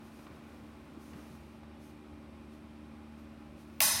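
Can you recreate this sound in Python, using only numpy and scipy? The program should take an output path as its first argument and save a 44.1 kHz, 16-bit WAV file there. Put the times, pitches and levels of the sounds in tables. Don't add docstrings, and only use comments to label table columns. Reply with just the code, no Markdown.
import sys
import numpy as np
from scipy import signal
from scipy.fft import rfft, irfft, next_fast_len
from scipy.io import wavfile
from scipy.ndimage import map_coordinates

SR = 44100
rng = np.random.default_rng(int(sys.argv[2]) if len(sys.argv) > 2 else 0)


def transcribe(u):
    v = np.clip(np.atleast_2d(u).T, -1, 1)
    q = np.round(v * 32767).astype(np.int16)
    wavfile.write(sys.argv[1], SR, q)


N = 176400
CLASH_S, FIRST_WALL_S = 3.8035, 0.009
CLASH_RIPPLE_DB = 3.5


def amp(db):
    return 10 ** (np.asarray(db) / 20)


def unit(x):
    return x / np.sqrt(np.mean(np.abs(x) ** 2) + 1e-20)


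def along(points, hz):
    freqs, values = np.transpose(points)
    return np.interp(np.log(hz + 1), np.log(freqs + 1), values)


def since(s):
    return np.maximum(np.arange(N) / SR - s, 0)


def strike(s, rise_s, t60):
    return (1 - np.exp(-since(s) / rise_s)) * amp(-60 * since(s) / t60)


def wobble(rate, size=N):
    return map_coordinates(rng.standard_normal(2000), [np.arange(size) * rate / SR], mode="mirror")


def filtered(x, response):
    size = next_fast_len(N + SR // 2)
    return irfft(rfft(x, size) * response(np.fft.rfftfreq(size, 1 / SR)), size)[:N]


def noise(colour, edge_hz=SR, ripple_db=0, ripple_hz=60.63):
    bumps = rng.standard_normal(4000)

    def response(hz):
        ripple = ripple_db * map_coordinates(bumps, [hz / ripple_hz], order=1, mode="mirror")
        return amp(along(colour, hz) + ripple) / np.hypot(1, (hz / edge_hz) ** 2)
    return unit(filtered(rng.standard_normal(N), response))


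# f/Hz, fade time/s
HALL_FADE = [(200, 1.5), (700, 1.55), (2000, 2.24), (4500, 2.04), (8500, 0.7), (12000, .55), (15000, 0.68)]
def hall_fade(x, s):
    hz, t, spectra = signal.stft(x, SR, nperseg=256)
    fade = amp(-60 * np.maximum(t - s, 0) / along(HALL_FADE, hz)[:, None])
    return signal.istft(spectra * fade, SR)[1][:N]


def hall_echo(x):
    tail = hall_fade(rng.standard_normal(N), 0) * (since(FIRST_WALL_S) > 0)
    return signal.fftconvolve(x, tail / np.linalg.norm(tail))[:N]


# multiple of its pitch, base level/dB
FAN_TONES = [(1, -59.5), (2, -66), (3, -55), (4, -59.5), (5, -67)]
# t/s, gain/dB
FAN_SWELL = [(0, -2), (1.6, -0.5), (2.2, 0), (3.1, 0.5), (4, -0.5)]
# f/Hz, relative level/dB
AIR_COLOUR = [(20, -36.5), (38, -10), (55, 0.5), (85, 2.5), (110, 2), (180, 3), (260, 4.5), (350, 1),
              (410, -12.5), (480, -7.5), (560, -3), (680, -11), (810, -5.5), (920, -12), (1130, -5.5),
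              (1400, -13), (2050, -15.5), (2450, -14), (3000, -20.5), (4000, -22.5), (5200, -28),
              (7400, -36.5), (8400, -32), (12000, -36.5), (13500, -43), (15800, -61)]
def ventilation(fan_hz=74.85):
    t = since(0)
    hum = np.zeros(N)
    for multiple, db in FAN_TONES:
        peak = np.sqrt(2) * amp(db + 1.02 * wobble(4.4))
        phase = 2 * np.pi * (multiple * fan_hz * t + rng.random())
        hum += peak * np.sin(phase + 0.19 * wobble(3.65))
    swell = amp(np.interp(t, *np.transpose(FAN_SWELL)))
    return hum * swell + amp(-56) * noise(AIR_COLOUR, ripple_db=2.03)


# t/s, length/s, level/dB
MOVES = [(.01, 0.064, -69), (0.113, 0.14, -69.5), (0.308, .05, -73), (0.425, 0.16, -75.5), (.63, 0.11, -80),
         (0.984, .13, -67), (1.144, .22, -69.5), (1.38, 0.2, -77), (1.785, 0.11, -68.5),
         (2.487, 0.064, -73.5), (3.163, 0.031, -71), (3.56, 0.062, -68.5), (3.665, 0.21, -76)]
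# f/Hz, relative level/dB
CLOTH_COLOUR = [(500, -41), (2000, -13.5), (4000, 1.5), (6500, 1.5), (7400, -5), (8700, 0), (12000, -1.5),
                (13500, -5), (15500, -7)]
def clothes(rise_s=0.023, fall_s=0.038):
    loudness = sum(amp(db) * (1 - np.exp(-since(s) / rise_s)) * np.exp(-since(s + length) / fall_s)
                   for s, length, db in MOVES)
    return noise(CLOTH_COLOUR) * loudness * amp(0.27 * wobble(65))


# t/s, level/dB
TAPS = [(0.192, -51.5), (.267, -47.5), (0.873, -60), (1.133, -47.5), (1.192, -55), (1.632, -52.5),
        (3.376, -66)]
# f/Hz, relative level/dB
TAP_COLOUR = [(80, 5), (250, -13), (600, 6), (1300, 4.5), (3500, -8.5), (6000, -20.5), (14000, -36)]
# t/s, level/dB, f/Hz
LANDINGS = [(.3, -50.5, 130), (.62, -53, 79.5), (0.859, -53, 240), (.955, -47.5, 245), (1.135, -48, 139),
            (1.3, -46, 140), (1.66, -48, 75), (2.12, -48, 70.5), (2.19, -54, 65), (3.85, -47.5, 170),
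            (3.935, -46, 95)]
# multiple of the landing's frequency, relative level/dB
THUD_COLOUR = [(.3, -24), (.7, -9), (1, 16), (1.4, 4.5), (3, -35), (10, -58)]
# t/s, base level/dB
SHUFFLE_LEVELS = [(0, -58.5), (.28, -60.5), (.5, -59), (.85, -60), (1.05, -59.5), (1.17, -56), (1.45, -63),
                  (1.65, -68), (2, -65), (3.3, -64.5), (3.75, -63.5)]
# f/Hz, relative level/dB
SCUFF_COLOUR = [(100, -13.5), (250, 9.5), (500, -2), (1200, -5), (2500, -16), (5000, -23.5), (12000, -29)]
def footwork():
    taps = noise(TAP_COLOUR) * sum(amp(db) * strike(s, rise_s=0.00034, t60=0.045) for s, db in TAPS)
    thuds = np.zeros(N)
    for s, db, hz in LANDINGS:
        colour = [(multiple * hz, level) for multiple, level in THUD_COLOUR]
        thuds += amp(db) * noise(colour) * strike(s, rise_s=0.0033, t60=0.32)
    shuffle_db = 0.5 + np.interp(since(0), *np.transpose(SHUFFLE_LEVELS))
    shuffle = noise(SCUFF_COLOUR) * amp(shuffle_db)
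    return taps + amp(-0.5) * hall_echo(taps) + thuds + shuffle


# f/Hz, relative level/dB
EARLY_COLOUR = [(300, -32), (600, -10), (2400, 1), (3500, -1), (5000, -4), (7000, 5), (9000, 1), (12000, 5),
                (14000, 1), (15600, -4)]
# f/Hz, relative level/dB
WASH_COLOUR = [(150, -9), (460, -14), (620, -1.5), (1000, -2.5), (1280, -8.5), (1650, -1.5), (2200, -5),
               (3200, -6.5), (3900, -2.5), (4400, -0.5), (4620, -13), (4800, -1), (5400, 1.5), (5750, -5),
               (6200, 4.5), (7400, -1), (7770, -3), (8500, 6), (9700, 6.5), (10400, 0), (11050, 8),
               (11600, 5.5), (12400, 2), (14000, -2), (15500, -10)]
def clash_echo():
    echo_s = CLASH_S + FIRST_WALL_S
    early = noise(EARLY_COLOUR, ripple_db=CLASH_RIPPLE_DB) * strike(echo_s, rise_s=0.00082, t60=0.2)
    wash = hall_fade(noise(WASH_COLOUR, ripple_db=CLASH_RIPPLE_DB), CLASH_S)
    wash_rise = 1 - np.exp(-since(echo_s) / 0.0064)
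    return amp(-28) * early + amp(-25) * wash * wash_rise


# f/Hz, level/dB, fade time before stretching/s
BLADE_TONES = [(853, -46, .8), (974, -46, .8), (1100, -42, .8), (1341, -47, .6), (1703, -48, .7),
               (2007, -44, 1.3), (2473, -42, .6), (2562, -45, .9), (2807, -47, .8), (3088, -44, .9),
               (3539, -46, 1.3), (4034, -45, 1.4), (4155, -44, 1.1), (4497, -45, 1.3), (4721, -44, 1),
               (4982, -42, 1.1), (5011, -42, 1.1), (5123, -41, 1.5), (5515, -47, 1), (6005, -40, .8),
               (6070, -39, .8), (6099, -39, .8), (6653, -47, .9), (6998, -44, .6), (7165, -45, .6),
               (7579, -46, .6), (8115, -42, .7), (8330, -44, .7), (8457, -43, .7), (8560, -41, .6),
               (8858, -43, .6), (9156, -43, .6), (9436, -45, .6), (9645, -42, .6), (9684, -39, .65),
               (9790, -43, .6), (10216, -41, .5), (10751, -31.5, .55), (10795, -36, .55), (11463, -42, .45),
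               (11750, -38, .4), (11880, -35, .42), (11927, -34, .6), (12648, -43, .35), (15400, -40, .25),
               (15474, -38, .3)]
def blade_ring(stretch=1.31, build_s=0.011, scatter=0.94, flutter_per_s=110):
    size = N - round(CLASH_S * SR)
    t = np.arange(size) / SR
    ring = np.zeros(size)
    for hz, db, t60 in BLADE_TONES:
        loudness = (1 - np.exp(-t / build_s)) * amp(-60 * t / (stretch * t60))
        reflections = scatter * (wobble(flutter_per_s, size) + 1j * wobble(flutter_per_s, size))
        steady = np.exp(2j * np.pi * (hz * t + rng.random()))
        tone = np.imag((1 + reflections) * steady) * loudness
        ring += amp(db) * unit(tone) * np.sqrt(np.mean(loudness ** 2))
    return np.pad(ring, (N - size, 0))


# t/s, level/dB, treble edge f/Hz
BLADE_HITS = [(3.8047, -10, 20000), (3.8062, -13, 5400)]
# f/Hz, relative level/dB
CRACK_COLOUR = [(60, -43), (300, -28), (480, -19), (620, -7), (1200, -10), (2400, 7.5), (4500, 5),
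                (7000, -4), (10000, 3), (13000, 9), (15500, 4.5)]
# f/Hz, relative level/dB
CRASH_COLOUR = [(60, -42), (150, -18), (300, -15), (480, -29), (600, 16.5), (1100, -2), (1400, -17),
                (2300, 4), (3500, -7), (5000, 3), (7700, -17), (9000, -14), (11000, -11), (12500, 8),
                (14000, 1), (15800, 3)]
def blade_clash(knock_hz=613, bass_cut_hz=514):
    cracks = sum(amp(db) * noise(CRACK_COLOUR, edge_hz) * strike(s, rise_s=0.0002, t60=0.007)
                 for s, db, edge_hz in BLADE_HITS)
    knock = np.sin(2 * np.pi * knock_hz * since(CLASH_S)) * strike(CLASH_S, rise_s=0.0025, t60=0.11)
    crash = noise(CRASH_COLOUR, ripple_db=CLASH_RIPPLE_DB) * strike(CLASH_S, rise_s=0.00091, t60=0.09)
    bass_cut = signal.butter(4, bass_cut_hz, "highpass", fs=SR, output="sos")
    return signal.sosfilt(bass_cut, cracks + amp(-33) * knock + amp(-24.5) * crash)


def scene():
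    swords = blade_clash() + clash_echo() + blade_ring()
    return (swords + footwork() + clothes() + ventilation())[None]


def record(dry):
    low_hz, top_hz = 40, 15850
    return filtered(dry[0], lambda hz: (hz < top_hz) / np.hypot(1, (low_hz / (hz + 1)) ** 3))[None]


dry = scene()
out = record(dry)
transcribe(out)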